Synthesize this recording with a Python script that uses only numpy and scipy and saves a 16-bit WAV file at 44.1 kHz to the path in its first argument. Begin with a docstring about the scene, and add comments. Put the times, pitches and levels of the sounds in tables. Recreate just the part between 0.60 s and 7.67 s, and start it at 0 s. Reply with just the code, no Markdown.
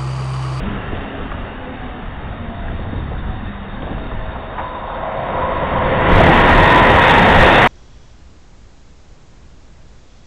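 """A deep rumble, humming motors and knocks: a slow electric train rolls close past a station platform. As it
draws away, the rails of the fast line sing, shaken by each turn of distant wheels. Then an express rushes
through 6.7 m from the microphone: its nose shoves a blast of air across the platform, its wheels roar and ring,
and their flanges scrape. The small camera that holds the microphone passes a narrow band and overloads on the
express."""
import sys
import numpy as np
from scipy import signal
from scipy.fft import rfft, irfft, next_fast_len
from scipy.io import wavfile
from scipy.ndimage import uniform_filter1d, map_coordinates

SR = 44100
rng = np.random.default_rng(int(sys.argv[2]) if len(sys.argv) > 2 else 0)


def generate_wav(sig):
    """Save sig (samples, or channels by samples) to the path in sys.argv[1] as 16-bit PCM at SR."""
    pcm = np.round(np.clip(np.atleast_2d(sig).T, -1, 1) * 32767).astype(np.int16)
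    wavfile.write(sys.argv[1], SR, pcm)


N = 312006
TIME = np.arange(N) / SR


def amp(db):
    """Decibels to gain."""
    return 10 ** (np.asarray(db) / 20)


def unit(x):
    """Scale to rms 1."""
    return x / np.sqrt(np.mean(x ** 2) + 1e-20)


def curves(rows):
    """One value per sample for each column after the time."""
    times, *columns = np.transpose(rows)
    return [np.interp(TIME, times, column) for column in columns]


def wobble(rate):
    """A smooth random curve, rate knots a second."""
    return map_coordinates(rng.standard_normal(int(N * rate / SR) + 4), [TIME * rate])


def filtered(x, response):
    """Filter x by a response given as a function of frequency."""
    size = next_fast_len(len(x) + 8192)
    return irfft(rfft(x, size) * response(np.fft.rfftfreq(size, 1 / SR)), size)[:len(x)]


def shape(points):
    """The response through (f/Hz, level/dB) points on a log axis."""
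    f, db = np.transpose(points)
    return lambda hz: amp(np.interp(np.log(hz + 1), np.log(f), db))


def rush(spectrum, patchy_db):
    """Turbulent noise of rms 1, its gain varying in random patches of time and frequency."""
    cells = signal.stft(rng.standard_normal(N), nperseg=1024)[2]
    patches = uniform_filter1d(rng.standard_normal(cells.shape), size=5, axis=0)
    patches = uniform_filter1d(patches, size=10, axis=1)
    patchy = signal.istft(cells * amp(patchy_db * unit(patches)), nperseg=1024)[1][:N]
    return unit(filtered(patchy, shape(spectrum)))


def ringing(modes, roughness):
    """Steel resonances shaken by surface roughness, rms 1."""
    def gain(hz):
        peaks = (amp(db) / (1 + ((hz - f) / half_width) ** 2) for f, half_width, db in modes)
        return np.sqrt(sum(peak ** 2 for peak in peaks))
    return unit(filtered(roughness, gain))


def passing(rows):
    """Gain of things that swell and fade as they pass the microphone; their powers add."""
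    powers = (amp(db) ** 2 * np.exp(-((TIME - s) / half_length) ** 2) for s, half_length, db in rows)
    return np.sqrt(sum(powers))


def tones(rows, doppler, waver_hz, flutter_db):
    """Unsteady notes that swell, fade and sink a little in pitch as their source passes."""
    out = np.zeros(N)
    for s, hz, half_length, db in rows:
        near = np.abs(TIME - s) < 4 * half_length
        t = TIME[near]
        place = (t - s) / half_length
        waver, flutter = (map_coordinates(knots, [t * 40])
                          for knots in rng.standard_normal((2, N // 1000)))
        pitch = hz * (1 - doppler * np.tanh(place)) + waver_hz * waver
        level = amp(db + flutter_db * flutter) * np.exp(-place ** 2 / 2)
        out[near] += level * np.sin(2 * np.pi * np.cumsum(pitch) / SR)
    return out


# hissing resonances of the fast line: f/Hz, half width/Hz, relative level/dB
RAIL_HISS_MODES = [(3674, 170, 4), (4140, 340, -4)]
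def rail_hiss(full_db=-50, rise_db=5, flutter_db=1.5):
    """A thin, fluttering hiss in the steel, growing while the express is still far off."""
    level_db = full_db + np.interp(TIME, [1.5, 3.3], [-rise_db, 0]) - flutter_db * wobble(25)
    return amp(level_db) * ringing(RAIL_HISS_MODES, rng.standard_normal(N))


# echoes between train side, platform and roof: delay/s, gain
CANOPY_ECHOES = [(0.019, 0.087), (0.032, 0.2), (0.046, 0.13)]
def canopy(x):
    """Under the platform roof a few echoes comb the sound hollow; the power stays the same."""
    def comb(hz):
        return 1 + sum(gain * np.exp(-2j * np.pi * hz * delay) for delay, gain in CANOPY_ECHOES)
    return filtered(x, comb) / np.sqrt(1 + sum(gain ** 2 for _, gain in CANOPY_ECHOES))


# spectra of the underframe and of the wheels on the rail: f/Hz, relative level/dB
RUMBLE_SPECTRUM = [(10, -9.5), (25, 2.5), (42, 0.5), (90, -3.5), (130, -7.5), (200, -13), (300, -19.5),
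                   (600, -40.5)]
ROLLING_SPECTRUM = [(80, -17.5), (210, 8), (290, 0.5), (380, -0.5), (520, -0.5), (720, 0.5), (1000, -1),
                    (1200, -3), (1550, -5), (1830, -4.5), (2200, -14.5), (3000, -30), (4000, -32.5)]
HISS_SPECTRUM = [(1200, -15.5), (2000, -1.5), (2400, -5.5), (2800, -1.5), (3200, -6.5), (3800, -11.5)]
# wheel noise, before the fade as the train leaves: t/s, rolling level/dB, hiss level/dB
WHEEL_LEVELS = [(0.25, -30.5, -37), (1.2, -34, -41), (2.4, -34.5, -47), (3.2, -34, -44), (3.9, -34, -42.5)]
# rumble of bogies and heavy underfloor gear: nearest t/s, half length/s, level/dB
HEAVY_GEAR_PASSES = [(.08, 0.072, -23.5), (.35, 0.057, -26.5), (.63, 0.054, -32), (1.73, 0.2, -27.5),
                     (2.16, 0.16, -25.5), (2.5, 0.25, -25.5), (3.38, 0.22, -25)]
def slow_train(underframe_db=-32, lurch_db=2, leaves_s=4.04, leaving_db_per_s=14):
    """Close by, rumble swells with each bogie over the rolling noise; then the train draws away."""
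    rolling_db, hiss_db = curves(WHEEL_LEVELS)
    swell = np.hypot(amp(underframe_db), passing(HEAVY_GEAR_PASSES))
    rumble = swell * amp(lurch_db * wobble(8.7)) * rush(RUMBLE_SPECTRUM, patchy_db=0.9)
    rolling = amp(rolling_db) * rush(ROLLING_SPECTRUM, patchy_db=1.5)
    hiss = amp(hiss_db) * rush(HISS_SPECTRUM, patchy_db=1.5)
    leaving_db = -leaving_db_per_s * np.maximum(TIME - leaves_s, 0)
    return amp(leaving_db) * (rumble + canopy(rolling + hiss))


# the slow train's bogies: nearest t/s, half length/s, level/dB
BOGIE_PASSES = [(.279, 0.16, -37), (2.35, 0.12, -38.5), (3.34, 0.13, -35.5)]
# thrum of a bogie frame: f/Hz, relative level/dB
THRUM_SPECTRUM = [(70, -18), (130, 1.5), (320, 5.5), (450, -5.5), (800, -0.5), (1200, -18), (2500, -47.5)]
def bogies(judder_db=2.5):
    """Each bogie judders and thrums for the moment it is right in front of the microphone."""
    level = passing(BOGIE_PASSES) * amp(judder_db * wobble(28))
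    return level * unit(filtered(rng.standard_normal(N), shape(THRUM_SPECTRUM)))


# hum and whine of the traction motors: nearest t/s, half length/s, level/dB
HUM_PASSES = [(.515, 0.2, -37), (1.2, 0.24, -35.5), (1.85, 0.062, -32.5), (2.96, 0.2, -32.5)]
WHINE_PASSES = [(1.293, 0.12, -40), (1.97, 0.21, -38.5)]
def motors(start_hz=288.3, braking_hz_per_s=30, waver_hz=2.1, flutter_db=3.0):
    """The motors share one pitch, falling as the train slows; each is heard as it goes by."""
    pitch = start_hz - braking_hz_per_s * TIME + waver_hz * wobble(45)
    phase = 2 * np.pi * np.cumsum(pitch) / SR

    def harmonic(rows, order):
        return passing(rows) * amp(flutter_db * wobble(34.98)) * np.sin(order * phase)
    return harmonic(HUM_PASSES, order=1) + harmonic(WHINE_PASSES, order=3)


# notes of passing equipment, and at 3.7 s the rails' howl: nearest t/s, f/Hz, half length/s, level/dB
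PASSING_NOTES = [(.1, 204.2, 0.064, -29), (0.281, 1330, 0.4, -44), (.42, 405.4, 0.31, -39.5),
                 (0.383, 2740, 0.35, -52), (1.05, 509, 0.11, -39), (2.71, 753, .08, -41),
                 (3.7, 638, 0.27, -39)]
def passing_notes():
    """Each passing source carries its own wavering note along the platform edge."""
    return tones(PASSING_NOTES, doppler=0.00746, waver_hz=5.8, flutter_db=4.5)


# jolts of running gear and track: t/s, level/dB, centre f/Hz, width/octaves, 60 dB decay/s
GEAR_KNOCKS = [(.125, -29, 202, 0.56, .1), (.328, -24.5, 280, 0.66, 0.1), (.6, -29, 300, 1, 0.25),
               (.716, -20.5, 750, 0.91, 0.048), (2.083, -23, 1500, 0.32, 0.029),
               (2.096, -27, 106, 0.36, 0.15), (2.192, -21, 331, 0.57, 0.033),
               (2.329, -22.5, 340, 0.78, 0.1), (2.51, -29.5, 600, 0.47, .23),
               (2.658, -18.5, 80, 0.38, 0.11), (2.857, -19, 70, 0.55, 0.12), (3.221, -32, 2500, 0.32, 0.03),
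               (3.228, -27.5, 546, .8, 0.12), (3.265, -26, 425, 0.78, 0.17), (3.38, -23, 990, 0.63, 0.031),
               (3.419, -25.5, 240, 0.91, 0.092), (3.51, -29, 700, 0.62, 0.13), (3.758, -26, 850, 0.41, 0.1),
               (3.98, -24, 777, 0.76, 0.23), (3.995, -24, 950, .8, 0.065), (4.275, -17, 950, 0.52, 0.021),
               (4.298, -19, 950, 0.39, 0.043)]
def knocks(attack_s=0.0012):
    """Heavy, well damped parts jolt close by: short bursts with no clear note."""
    out, t = np.zeros(N + SR), np.arange(SR // 4) / SR
    for s, db, centre_hz, octaves, t60 in GEAR_KNOCKS:
        band = lambda hz: np.exp(-(np.log2((hz + 1) / centre_hz) / octaves) ** 2 / 2)
        envelope = amp(-60 * t / t60) * (1 - np.exp(-t / attack_s))
        burst = unit(envelope * filtered(rng.standard_normal(len(t)), band))
        out[round(s * SR):][:len(t)] += amp(db) * np.sqrt(np.mean(envelope ** 2)) * burst
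    return out[:N]


def wheel_roughness(tread_share, turn_hz=20.53, drift=0.00335):
    """The tread's share of the roughness comes round with every turn; the rail's is always new."""
    one_turn = irfft(np.exp(2j * np.pi * rng.random(int(SR / turn_hz / 2))))
    turns = np.cumsum(turn_hz * (1 + drift * wobble(8))) / SR
    tread = unit(map_coordinates(one_turn, [turns % 1 * len(one_turn)], order=1, mode="nearest"))
    return np.sqrt(tread_share) * tread + np.sqrt(1 - tread_share) * rng.standard_normal(N)


def rail_swell(full_db, rise_db_per_s, waver_db, full_s=5.25):
    """Steel damps vibration by the metre, so the level climbs evenly in dB as the express nears."""
    fade_in = np.interp(TIME, [3.0, 3.7], [0, 1])
    damping_db = rise_db_per_s * np.maximum(full_s - TIME, 0)
    return fade_in * amp(full_db - damping_db + waver_db * wobble(6.2))


def flares(rows, attack_s=0.044):
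    """Gain of quick rises that die away more slowly."""
    gain = np.zeros(N)
    for s, db, decay_s in rows:
        rise = np.clip((TIME - s) / attack_s, 0, 1)
        gain += amp(db) * rise * np.exp(-np.maximum(TIME - s - attack_s, 0) / decay_s)
    return gain


# rail and sleeper resonances, low to high: f/Hz, half width/Hz, relative level/dB
DRONE_MODES = [(518.5, 10, -2.5), (538, 21, -5.5)]
HOWL_MODES = [(583, 21, -2), (637, 5.4, 1), (660, 5.7, 4.5), (712, 69, -2)]
RING_MODES = [(825, 28, -7), (920, 34, -7), (953, 12, -1.5), (998, 12, 0), (1065, 21, -5.5), (1082, 25, -6),
              (1267, 240, -14.5)]
# the rails flare up: t/s, level/dB, decay time/s
HOWL_FLARE_UPS = [(4.38, -27.5, 1), (5.56, -16, 0.076)]
RING_FLARE_UPS = [(3.95, -34, 1), (4.72, -34.5, 0.29)]
def rails():
    """The rails carry the wheels' whirr to the platform ahead of the express and sing with it."""
    tread_share = np.interp(TIME, [5.4, 6.1], [0.42, 0.083])  # alongside, many wheels blur the pattern
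    drone = rail_swell(full_db=-26, rise_db_per_s=12, waver_db=0.8)
    howl = np.hypot(rail_swell(full_db=-28.5, rise_db_per_s=8.5, waver_db=0), flares(HOWL_FLARE_UPS))
    ring = np.hypot(rail_swell(full_db=-22, rise_db_per_s=12, waver_db=2.3), flares(RING_FLARE_UPS))
    voices = [(drone, DRONE_MODES), (howl, HOWL_MODES), (ring, RING_MODES)]
    return sum(level * ringing(modes, wheel_roughness(tread_share)) for level, modes in voices)


# notes in the fast line's rails: loudest t/s, f/Hz, half length/s, level/dB
SINGING_NOTES = [(4.12, 1008, .17, -32.5), (4.7, 675.5, .25, -32.5), (4.8, 636, .25, -34.5),
                 (4.8, 511, .05, -29.5), (4.85, 1001, .05, -23.5), (4.97, 964, .06, -28),
                 (5.25, 511, .07, -25.5), (6.15, 1001, .085, -13)]
def rail_notes():
    """Single rail resonances catch and sing out."""
    return tones(SINGING_NOTES, doppler=0.001, waver_hz=3.5, flutter_db=1.5)


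# resonances of the express's wheels: f/Hz, half width/Hz, relative level/dB
WHEEL_MODES = [(938, 50, 3.5), (1851, 36, 2.5)]
# ringing at each coach end: nearest t/s, half length/s, level/dB
RING_PASSES = [(5.798, 0.15, -22), (6.078, .13, -17), (6.5, .16, -17.5), (6.82, 0.18, -18.5)]
def wheel_rings(doppler=0.025, glide_s=0.16):
    """Each bogie's wheels ring sharp on the way in and sag in pitch as they pass the microphone."""
    ring, out = ringing(WHEEL_MODES, rng.standard_normal(N)), np.zeros(N)
    for s, half_length, db in RING_PASSES:
        pitch_ratio = 1 - doppler * np.tanh((TIME - s) / glide_s)
        position = (np.cumsum(pitch_ratio) + N * rng.random()) % N
        out += passing([(s, half_length, db)]) * np.interp(position, np.arange(N), ring)
    return out


# air around the express's nose and along its side: t/s, half length/s, level/dB
AIR_BUFFETS = [(4.78, 0.13, -29), (5.25, .1, -23), (5.55, 0.04, -11.5), (5.66, .04, -13),
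               (5.78, 0.046, -17.5), (6.79, .03, -12.5), (6.93, 0.017, -15)]
# spectrum of the buffets: f/Hz, relative level/dB
BUFFET_SPECTRUM = [(12, -7.5), (24, 8.5), (45, -2.5), (75, -7), (200, -10), (400, -35.5)]
def bow_wave():
    """Air hits the platform in short, deep buffets, hardest as the nose goes by."""
    return passing(AIR_BUFFETS) * rush(BUFFET_SPECTRUM, patchy_db=2.5)


# spectra of the slipstream and of the wheel roar: f/Hz, relative level/dB
BLAST_SPECTRUM = [(10, -12.5), (26, 2.5), (45, 0.5), (90, 0.5), (190, -2.5), (300, -7.5), (450, -8),
                  (900, -42)]
ROAR_SPECTRUM = [(120, -10), (320, 2), (550, 6.5), (850, 7), (1100, 2), (1300, 2), (1600, 2.5), (1950, 4.5),
                 (2400, -5), (2700, -5), (3150, -8), (3700, -11.5)]
# the roar surges with each bogie: nearest t/s, half length/s, relative level/dB
BOGIE_SURGES = [(5.76, 0.045, -2.5), (6.13, 0.07, -3.5), (6.52, 0.079, -6), (6.83, 0.059, 0),
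                (7.03, 0.08, -2.5)]
# flanges scraping in the curve: f/Hz, half width/Hz, relative level/dB
FLANGE_MODES = [(2620, 150, 1), (3416, 110, -2), (3674, 110, -1), (4030, 80, 2.5)]
# their harder scrapes: t/s, half length/s, level/dB against the steady roar
FLANGE_SCRAPES = [(6.08, 0.077, -16.5), (6.49, 0.07, -12), (6.62, 0.027, -12.5), (6.9, 0.096, -12.5),
                  (7.02, 0.049, -13)]
def express(arrival_s=5.65, speed_m_per_s=52.7, track_m=6.7, gust_s=0.32, roar_db_per_s=1.53):
    """Wheel roar and rushing air grow as the nose nears the microphone; alongside, flanges sizzle."""
    ahead_m = speed_m_per_s * np.maximum(arrival_s - TIME, 0)
    since_s = np.maximum(TIME - arrival_s, 0)
    distance_gain = track_m / np.hypot(track_m, ahead_m)
    fade_in = np.interp(TIME, [3.8, 4.6], [0, 1])
    alongside = np.interp(TIME, [5.4, 5.95], [0, 1])
    blast_db = -17 + 5 * np.exp(-since_s / gust_s)  # steady slipstream plus the nose's gust
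    blast = amp(blast_db) * rush(BLAST_SPECTRUM, patchy_db=2.3)
    steady_roar = amp(-13 + roar_db_per_s * since_s)
    surging = np.hypot(1, amp(-3) * passing(BOGIE_SURGES))
    roar = steady_roar * surging * rush(ROAR_SPECTRUM, patchy_db=0.23)
    scraping = np.hypot(amp(-24) * alongside, passing(FLANGE_SCRAPES))
    flutter = amp(3 * wobble(30))
    scrape = steady_roar * scraping * flutter * ringing(FLANGE_MODES, rng.standard_normal(N))
    return fade_in * distance_gain * (blast + roar + scrape)


def scene():
    """Both trains from one spot on the platform, in mono."""
    slow_line = slow_train() + bogies() + motors() + passing_notes() + knocks()
    singing_rails = rail_hiss() + rails() + rail_notes()
    fast_line = wheel_rings() + bow_wave() + express()
    return (slow_line + singing_rails + fast_line)[None]


# the camera's narrow band, with a weak mirrored lobe near 4.3 kHz: f/Hz, level/dB
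CAMERA_RESPONSE = [(3700, 1.5), (3800, -2.5), (3900, -16.5), (4000, -30), (4300, -5.5), (4450, -25),
                   (4700, -73)]
# treble loss that softens the overload crackle: f/Hz, level/dB
CRACKLE_RESPONSE = [(3800, 0), (4700, -7), (9000, -3), (15000, -6.5)]
def record(dry, ceiling=0.705, top_hz=15830):
    """The camera keeps a narrow band; the loudest peaks clip flat and crackle."""
    narrow = filtered(dry[0], shape(CAMERA_RESPONSE))
    clipped = np.clip(narrow, -ceiling, ceiling)
    return filtered(clipped, lambda hz: shape(CRACKLE_RESPONSE)(hz) * (hz < top_hz))[None]


dry = scene()
out = record(dry)
generate_wav(out)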